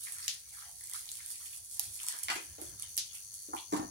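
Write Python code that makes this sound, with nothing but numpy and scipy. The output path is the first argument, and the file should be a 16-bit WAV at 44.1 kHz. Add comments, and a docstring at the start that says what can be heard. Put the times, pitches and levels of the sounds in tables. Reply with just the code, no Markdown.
"""Snapping beans on a walled patio

Green beans are snapped by hand at a table, a little right of a close two-port microphone.
Each snap is a click plus tearing fibres; bags crinkle and rustle in bursts of tiny random clicks.
Rubbing and scrapes drive resonances with slips; knocks are rattling contacts with table-top modes.
The patio walls answer with shaped noise; behind are filtered-noise hiss, whistles and a low rumble."""
import sys
import numpy as np
from scipy import signal
from scipy.fft import rfft, irfft
from scipy.io import wavfile

SR = 44100
rng = np.random.default_rng(int(sys.argv[2]) if len(sys.argv) > 2 else 0)


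def digitize_waveform(pressure):
    """Quantize a signal to 16-bit integers and store it at the path in sys.argv[1].

    Rows of a 2-D input are taken as channels; values are limited to [-1, 1].
    """
    field = np.atleast_2d(pressure).T
    bounded = np.clip(field, -1, 1)
    quanta = np.round(bounded * 32767).astype(np.int16)
    wavfile.write(sys.argv[1], SR, quanta)


N = 171990
TIME = np.arange(N) / SR
BAG_LEAD_S = .0009  # right port ahead of left, for bags and hands

# Bean snaps: (time [s], level [dB], brightness [dB], tearing fibres [dB], room [dB])
SNAPS = [(.2804, -4.5, -4, -3, -2), (1.7954, -8, 11, -7, -5), (2.9771, -7, 3.5, -2, 2.5)]
# Spectrum of a snap: (frequency [Hz], level [dB])
SNAP_COLOUR = [(200, -33), (900, -26), (1800, -9), (3000, 1.5), (4200, 5), (5400, 6.5), (6800, 6),
               (8200, -3), (11000, 0), (16000, -10.5)]
CRACK_S, TEAR_S, FIBRES_PER_S, SNAP_LEAD_S = .00016, .002, 9000, .00102


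def snaps():
    """The pod's skin cracks at once and the remaining fibres tear within milliseconds."""
    out = np.zeros((2, N))
    for s, db, bright_db, fibres_db, room_db in SNAPS:
        crack = burst(CRACK_S) / 4
        crack[0] = 1
        pod = unit(crack) + amp(fibres_db) * burst(TEAR_S, FIBRES_PER_S)
        left = np.roll(pod, round(SNAP_LEAD_S * SR))
        # so short a snap returns as the patio's echo itself
        heard = np.array([left, pod]) + amp(room_db) * patio(count=len(pod))
        tilt = [(3000, -bright_db / 2), (7000, 0), (12000, bright_db)]
        coloured = np.array([colour(colour(side, SNAP_COLOUR), tilt) for side in heard])
        add(out, s, amp(db) * coloured)
    return out


# Sharp crinkles of the bags: (time [s], level [dB])
CRINKLES = [(.1226, -20), (.184, -25), (.2418, -23), (.837, -27), (.872, -24.5), (.8974, -20), (.9135, -24),
            (.9353, -17), (.945, -23), (.9925, -24), (1.0555, -26), (1.0899, -27), (1.1164, -18.5),
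            (1.1545, -22), (1.1705, -26), (1.2615, -22), (1.3565, -25), (1.51, -34), (2.0318, -19.5),
            (2.0662, -19), (2.0777, -24), (2.085, -10), (2.096, -30), (2.1181, -29), (2.124, -18.5),
            (2.1675, -32), (2.1879, -19), (2.2325, -18), (2.2358, -15.5), (2.6155, -22.5), (2.797, -22.5),
            (2.8235, -19), (2.968, -15)]
# Spectrum of a crinkle: (frequency [Hz], level [dB])
CRINKLE_COLOUR = [(300, -29), (1500, -17.5), (3000, -2.5), (6000, 2.5), (9500, 10), (12000, 4.5),
                  (16000, -6)]
CRINKLE_S, CRINKLE_ROOM_DB = .0005, -4.5


def crinkles():
    """Single creases of plastic flip over, each a very short burst of clicks."""
    out = np.zeros((2, N))
    for s, db in CRINKLES:
        crease = colour(burst(CRINKLE_S, count=9000), CRINKLE_COLOUR)
        add(out, s, amp(db) * place(crease, BAG_LEAD_S, CRINKLE_ROOM_DB))
    return out


# Fine crackle of the plastic: (time [s], level [dB])
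CRACKLE = [(0, -44), (.27, -46.5), (.37, -55.5), (.46, -64.5), (.53, -52.5), (.76, -53), (.92, -47),
           (1.2, -49.5), (1.45, -47), (1.65, -53.5), (1.78, -46), (2.1, -46.5), (2.3, -52), (2.53, -54.5),
           (2.65, -49), (2.75, -54.5), (2.84, -50), (2.94, -54), (3.1, -58), (3.15, -42), (3.21, -55.5),
           (3.31, -54), (3.36, -48.5), (3.43, -53.5), (3.58, -54), (3.67, -61), (3.77, -48), (3.9, -81)]
# Spectrum of the crackle: (frequency [Hz], level [dB])
CRACKLE_COLOUR = [(500, -34.5), (2500, -21.5), (4500, -8.5), (7000, -5), (9500, 2), (12000, -4.5),
                  (16000, -14)]
CRACKLE_PER_S, CRACKLE_SPREAD_DB, CLUMP_DB, CRACKLE_ROOM_DB = 2200, 3.8, 3.5, -1.5


def crackle():
    """Many tiny slips of plastic, of uneven size, rise and fall in clumps."""
    size = amp(CRACKLE_SPREAD_DB * np.minimum(rng.exponential(1, N), 5))
    clumps = np.interp(TIME, np.linspace(0, N / SR, 160), rng.standard_normal(160))
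    slips = size * rng.choice([-1, 1], N) * (rng.random(N) < CRACKLE_PER_S / SR)
    grains = np.sqrt(N) * unit(colour(slips * amp(CLUMP_DB * clumps), CRACKLE_COLOUR))
    heard = place(grains, BAG_LEAD_S, CRACKLE_ROOM_DB)
    # the hypot keeps direct sound and echo together at the stated level
    return level(CRACKLE) * heard / np.hypot(1, amp(CRACKLE_ROOM_DB))


# Hands rubbing over beans and bags: (time [s], level before the trim [dB])
RUB = [(0, -61.5), (.07, -54.5), (.14, -61), (.24, -55), (.39, -70), (.48, -68), (.62, -56), (.75, -76),
       (.83, -59), (.89, -65.5), (.95, -50.5), (1.0, -64), (1.2, -61), (1.3, -62), (1.52, -61), (1.62, -78),
       (1.76, -70.5), (1.82, -53), (1.95, -71), (2.0, -55), (2.05, -60), (2.1, -48), (2.18, -58.5),
       (2.5, -68), (2.64, -62), (2.76, -71.5), (2.83, -51.5), (2.92, -78), (3.16, -67.5), (3.22, -71),
       (3.9, -79)]
# Spectrum of the rubbing: (frequency [Hz], level [dB])
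RUB_COLOUR = [(200, -16), (500, -21), (800, -4), (1200, -5.5), (1700, 3.5), (2600, -2.5), (4000, 0.5),
              (7000, -6.5), (12000, -25)]
RUB_PER_S, RUB_TRIM_DB, RUB_ROOM_DB = 110, -1, -4  # slips per second in each resonance


def rubbing(low_hz=700, high_hz=7000, width_hz=300, spurt_db=5.5, spurt_s=.028, count=22):
    """Beans and folds of plastic catch and slip, each in its own spurts and at its own drifting pitch."""
    out = np.zeros(N)
    knots = np.arange(400) * spurt_s
    r = np.exp(-np.pi * width_hz / SR)
    for hz in np.linspace(low_hz, high_hz, count):
        walks = np.clip(rng.standard_normal((2, len(knots))), -2, 2)
        spurts, drift = (np.interp(TIME, knots, row) for row in walks)
        slips = amp(spurt_db * spurts) * rng.standard_normal(N) * (rng.random(N) < RUB_PER_S / SR)
        turn = np.exp(2j * np.pi * np.cumsum(hz + width_hz / 4 * drift) / SR)
        # shift the drifting pitch to 0 Hz, resonate there, shift back; the offset avoids denormals
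        resonance = signal.lfilter([1], [1, -2 * r, r * r], slips / turn + 1e-18)
        out += (turn * resonance).real
    grains = np.sqrt(N) * unit(colour(out, RUB_COLOUR))
    return amp(RUB_TRIM_DB) * place(level(RUB) * grains, BAG_LEAD_S, RUB_ROOM_DB)


# Short scrapes of beans and bags sliding: (start [s], length [s], level [dB], resonance [Hz])
SCRAPES = [(.055, .04, -52, 1850), (.145, .075, -60, 1750), (.21, .06, -53, 5200), (.568, .025, -60, 1400),
           (.605, .04, -59, 1450), (.61, .13, -68, 780), (.93, .04, -54, 1450), (1.076, .022, -50, 3900),
           (1.18, .04, -58, 1900), (1.452, .025, -59, 2900), (1.52, .022, -57, 2900),
           (1.785, .03, -59, 750), (1.988, .025, -52, 2900), (2.07, .04, -50, 5000), (3.08, .05, -62, 3250),
           (3.135, .045, -58, 2800), (3.556, .03, -54, 2400), (3.567, .028, -49, 3050),
           (3.58, .025, -55, 3700)]
SCRAPE_Q, SCRAPE_PER_S, SCRAPE_ROOM_DB = 2.4, 800, -6


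def scrapes(count=8000):
    """Each scrape is a swell of little slips that excites one broad resonance."""
    out = np.zeros((1, N))
    t = np.arange(count) / SR
    f = np.fft.rfftfreq(count, 1 / SR) + 1  # +1 avoids dividing by zero
    for s, length, db, hz in SCRAPES:
        swell = np.sin(np.pi * np.minimum(t / length, 1))
        slips = swell * rng.standard_normal(count) * (rng.random(count) < SCRAPE_PER_S / SR)
        resonance = 1 / (1 + 1j * SCRAPE_Q * (f / hz - hz / f)) ** 2
        sound = irfft(rfft(slips) * resonance, count)
        add(out, s, amp(db) * np.sqrt(length * SR) * unit(sound)[None])
    return place(out[0], BAG_LEAD_S, SCRAPE_ROOM_DB)


# Modes of the table top: (frequency [Hz], level [dB], t60 [s])
TABLE = [(128, -17, .13), (163, -12, .16), (201, -9, .16), (270, -2, .09), (301, 2, .11), (345, -6, .1),
         (700, -12, .18), (790, -12, .2), (937, -13, .2), (1179, -10, .15), (1800, -20, .15)]
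TABLE_RISE_S = .002


def table_ring(count):
    """The table top rings as decaying sines at its modes, with energy 1."""
    t = np.arange(count) / SR
    ring = sum(amp(db - 60 * t / t60) * np.sin(2 * np.pi * (hz * t + rng.random()))
               for hz, db, t60 in TABLE)
    return unit(ring * (1 - np.exp(-t / TABLE_RISE_S)))


# Knocks on and about the table: (time [s], weight at 350 Hz [dB], at 1 kHz [dB], at 2.4 kHz [dB],
# at 7 kHz [dB], rattle decay [s], table-top ring [dB], room [dB])
KNOCKS = [(2.138, -13, -4, -21, -24, .012, -46, -5.5), (2.284, 0.5, 6.5, 1.5, -13, .004, -42, 0),
          (2.301, -0.5, 9.5, 3, -4.5, .006, -38, -1), (2.355, 1.5, -9, -5.5, -12, .008, -27.5, 0.5),
          (2.583, 2, -20, -26, -37, .008, -43, -1.5), (2.618, -2, -17, -23, -41, .008, -48, -4),
          (3.485, 3, -23, -38, -43, .026, -30, -8), (3.532, 4, 15, -28, -48, .008, -26, -9),
          (3.549, 2, 5, -30, -48, .006, -28, -8), (3.723, 15, -1, -16, -11, .008, -4, -6),
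          (3.735, 11, 10, -14, -10, .012, -4, -3), (3.764, 6, 3, -12, -11, .012, -11, -5),
          (3.795, 6, 0, -18, -22, .01, -7, -7), (3.824, 1, -6, -29, -26, .01, -14, -9),
          (3.843, 2, -9, -32, -28, .007, -16, -12)]
KNOCK_BASS_DB, KNOCK_UPPER_DB, KNOCK_TOP_DB, KNOCK_LEAD_S = -30.5, 0.5, -15.5, .0005


def knocks():
    """Each knock is a short rattling contact that sets the table top ringing by its own amount."""
    out = np.zeros((2, N))
    for s, low_db, mid_db, high_db, treble_db, rattle_s, top_db, room_db in KNOCKS:
        spectrum = [(130, low_db + KNOCK_BASS_DB), (220, low_db + KNOCK_BASS_DB / 2),
                    (330, low_db), (520, low_db - 11),
                    (700, (low_db + mid_db) / 2 - 4.5), (950, mid_db),
                    (1500, (mid_db + high_db) / 2 + KNOCK_UPPER_DB), (2400, high_db),
                    (3800, (high_db + treble_db) / 2 - 3.5), (7000, treble_db),
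                    (14000, treble_db + KNOCK_TOP_DB)]
        contact = colour(burst(rattle_s, per_s=4000), spectrum)
        ring = amp(top_db) * table_ring(len(contact))
        add(out, s, place(contact, KNOCK_LEAD_S, room_db) + place(ring, KNOCK_LEAD_S, room_db=-13))
    return out


# Low rumble: (time [s], level [dB])
RUMBLE = [(0.0, -69.5), (1.83, -70), (1.89, -61), (2.2, -78.5), (2.29, -59.5), (2.43, -75), (2.51, -57),
          (2.59, -68), (2.74, -53.5), (2.78, -64.5), (3.44, -71), (3.57, -64), (3.65, -83), (3.7, -61)]
# Spectrum of the rumble: (frequency [Hz], level [dB])
RUMBLE_COLOUR = [(20, -15), (50, -3.5), (75, 4.5), (120, -0.5), (170, -12), (300, -18.5), (700, -24),
                 (2000, -28), (4000, -35), (16000, -43)]


def rumble(side_db=-11):
    """Low noise, nearly the same at both ports; a weaker part is opposite in sign between them."""
    side = amp(side_db) * noise(RUMBLE_COLOUR) * np.array([[1], [-1]])
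    return level(RUMBLE) * (noise(RUMBLE_COLOUR) + side)


# Spectrum of the steady hiss: (frequency [Hz], level [dB])
HISS_COLOUR = [(1000, -18.5), (3600, -29.5), (4500, -6.5), (6200, -5), (7600, -6), (10000, 1.5),
               (11800, -12.5), (15500, -7.5)]
HISS_DB = -57.5


def hiss():
    """Steady high noise, independent at the two ports."""
    return amp(HISS_DB) * np.array([noise(HISS_COLOUR), noise(HISS_COLOUR)])


# Narrow whistles in the hiss: (frequency [Hz], width [Hz], level before the curve below [dB])
WHISTLES = [(4480, 260, -64.5), (5980, 280, -60), (6600, 400, -61), (10500, 500, -62.5), (12755, 40, -69)]
# Common gain of the whistles: (time [s], gain [dB])
WHISTLE_LEVEL = [(0, -3.5), (2.2, -3), (2.9, 2.5), (3.9, 3.5)]
WHISTLE_RIGHT_DB, WHIRR_HZ, WHIRR_DEPTH = -9.5, 96.4, .55


def whistles():
    """Narrow bands of noise pulse fast together, weaker at the right port."""
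    f = np.fft.rfftfreq(N, 1 / SR)
    bands = sum(amp(db) * unit(1 / (1 + (2 * (f - hz) / width) ** 2)) for hz, width, db in WHISTLES)
    tones = irfft(rfft(rng.standard_normal((2, N))) * bands, N) * np.sqrt(N / 2)
    pulse = 1 + WHIRR_DEPTH * np.cos(2 * np.pi * WHIRR_HZ * TIME)
    return tones * pulse * level(WHISTLE_LEVEL) * amp([[0], [WHISTLE_RIGHT_DB]])


# Decay of the patio: (frequency [Hz], t60 [s])
PATIO = [(150, 0.27), (500, 0.28), (1500, 0.2562), (3000, 0.3029), (6000, 0.2667), (10000, 0.175),
         (16000, 0.01)]
# First echoes from near walls: (delay [s], level [dB])
ECHOES = [(.0073, -14), (.0135, -16.5), (.019, -15.5)]
ROOM_ONSET_S = .005


def patio(count=22050):
    """Stereo echo of the patio: a few near walls, then a tail that dies by band."""
    t = np.arange(count) / SR
    hz, at, z = signal.stft(rng.standard_normal((2, count)), SR, nperseg=256)
    decay = amp(-60 * at / read(PATIO, hz)[:, None])
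    tail = signal.istft(z * decay, SR, nperseg=256)[1][:, :count]
    tail = unit(tail * (1 - np.exp(-(t / ROOM_ONSET_S) ** 2)))
    for s, db in ECHOES:
        # each port gets its own slightly shifted delay
        delays = (s * SR * rng.uniform(.94, 1.06, 2)).astype(int)
        tail[[0, 1], delays] += amp(db)
    return unit(tail)


def place(x, lead_s, room_db):
    """The sound reaches the right port first, then the left, then comes back from the walls."""
    left = np.pad(x, (round(abs(lead_s) * SR), 0))[:len(x)]
    echo = signal.oaconvolve(x[None].repeat(2, 0), patio(), axes=1)[:, :len(x)]
    return np.array([left, x]) + amp(room_db) * echo


def burst(decay_s, per_s=SR, count=24000):
    """A cluster of tiny clicks that dies away, of energy 1."""
    clicks = rng.standard_normal(count) * (rng.random(count) < per_s / SR)
    return unit(clicks * np.exp(-np.arange(count) / SR / decay_s))


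def noise(spectrum):
    """Steady noise of level 1 with the given spectrum."""
    return np.sqrt(N) * unit(colour(rng.standard_normal(N), spectrum, size=8192))


def colour(x, points, size=2048):
    """Causal, minimum-phase filter with the given spectrum."""
    log_gain = np.log(amp(read(points, abs(np.fft.fftfreq(size, 1 / SR)))))
    kernel = np.fft.ifft(np.exp(np.conj(signal.hilbert(log_gain)))).real
    return signal.oaconvolve(x, kernel)[:len(x)]


def read(points, hz):
    """Reads a spectrum on a log-frequency axis."""
    f, value = np.transpose(points)
    return np.interp(np.log(hz + 1), np.log(f), value)


def level(points):
    """Gain over time from a curve in dB."""
    return amp(np.interp(TIME, *np.transpose(points)))


def amp(db):
    """Decibels to gain."""
    return 10 ** (np.asarray(db) / 20)


def unit(x):
    """Scales a sound to energy 1 per channel."""
    return x / np.sqrt(np.sum(x ** 2, -1, keepdims=True) + 1e-20)


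def add(mix, s, sound):
    """Mixes a sound in at time s, cut off at the end of the mix."""
    part = mix[:, max(round(s * SR), 0):][:, :sound.shape[1]]
    part += sound[:, :part.shape[1]]


def scene():
    """Beans, bags, hands and table in front; rumble, hiss and whistles behind."""
    near = snaps() + crinkles() + crackle() + rubbing() + scrapes() + knocks()
    return near + rumble() + hiss() + whistles()


# Colour of the left microphone port: (frequency [Hz], gain [dB])
LEFT_PORT = [(300, 0), (1000, -1), (2500, 0.5), (6000, 1.5), (8500, 4), (10000, -2), (11800, -9.5),
             (14000, -8), (16000, -1)]
# Colour of the right microphone port: (frequency [Hz], gain [dB])
RIGHT_PORT = [(300, -1.5), (1000, 0), (2500, -1), (6000, -0.5), (8000, -5), (10300, 7.5), (11800, 5.5),
              (14000, 4.5), (16000, 7)]
EDGE_HZ = 15900


def record(dry):
    """Each port colours the treble in its own way; then a steep low-pass limits the band."""
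    ports = np.array([colour(dry[0], LEFT_PORT), colour(dry[1], RIGHT_PORT)])
    low_pass = signal.firwin(255, EDGE_HZ, window=("kaiser", 8), fs=SR)
    return signal.oaconvolve(ports, low_pass[None], "same")


dry = scene()
out = record(dry)
digitize_waveform(out)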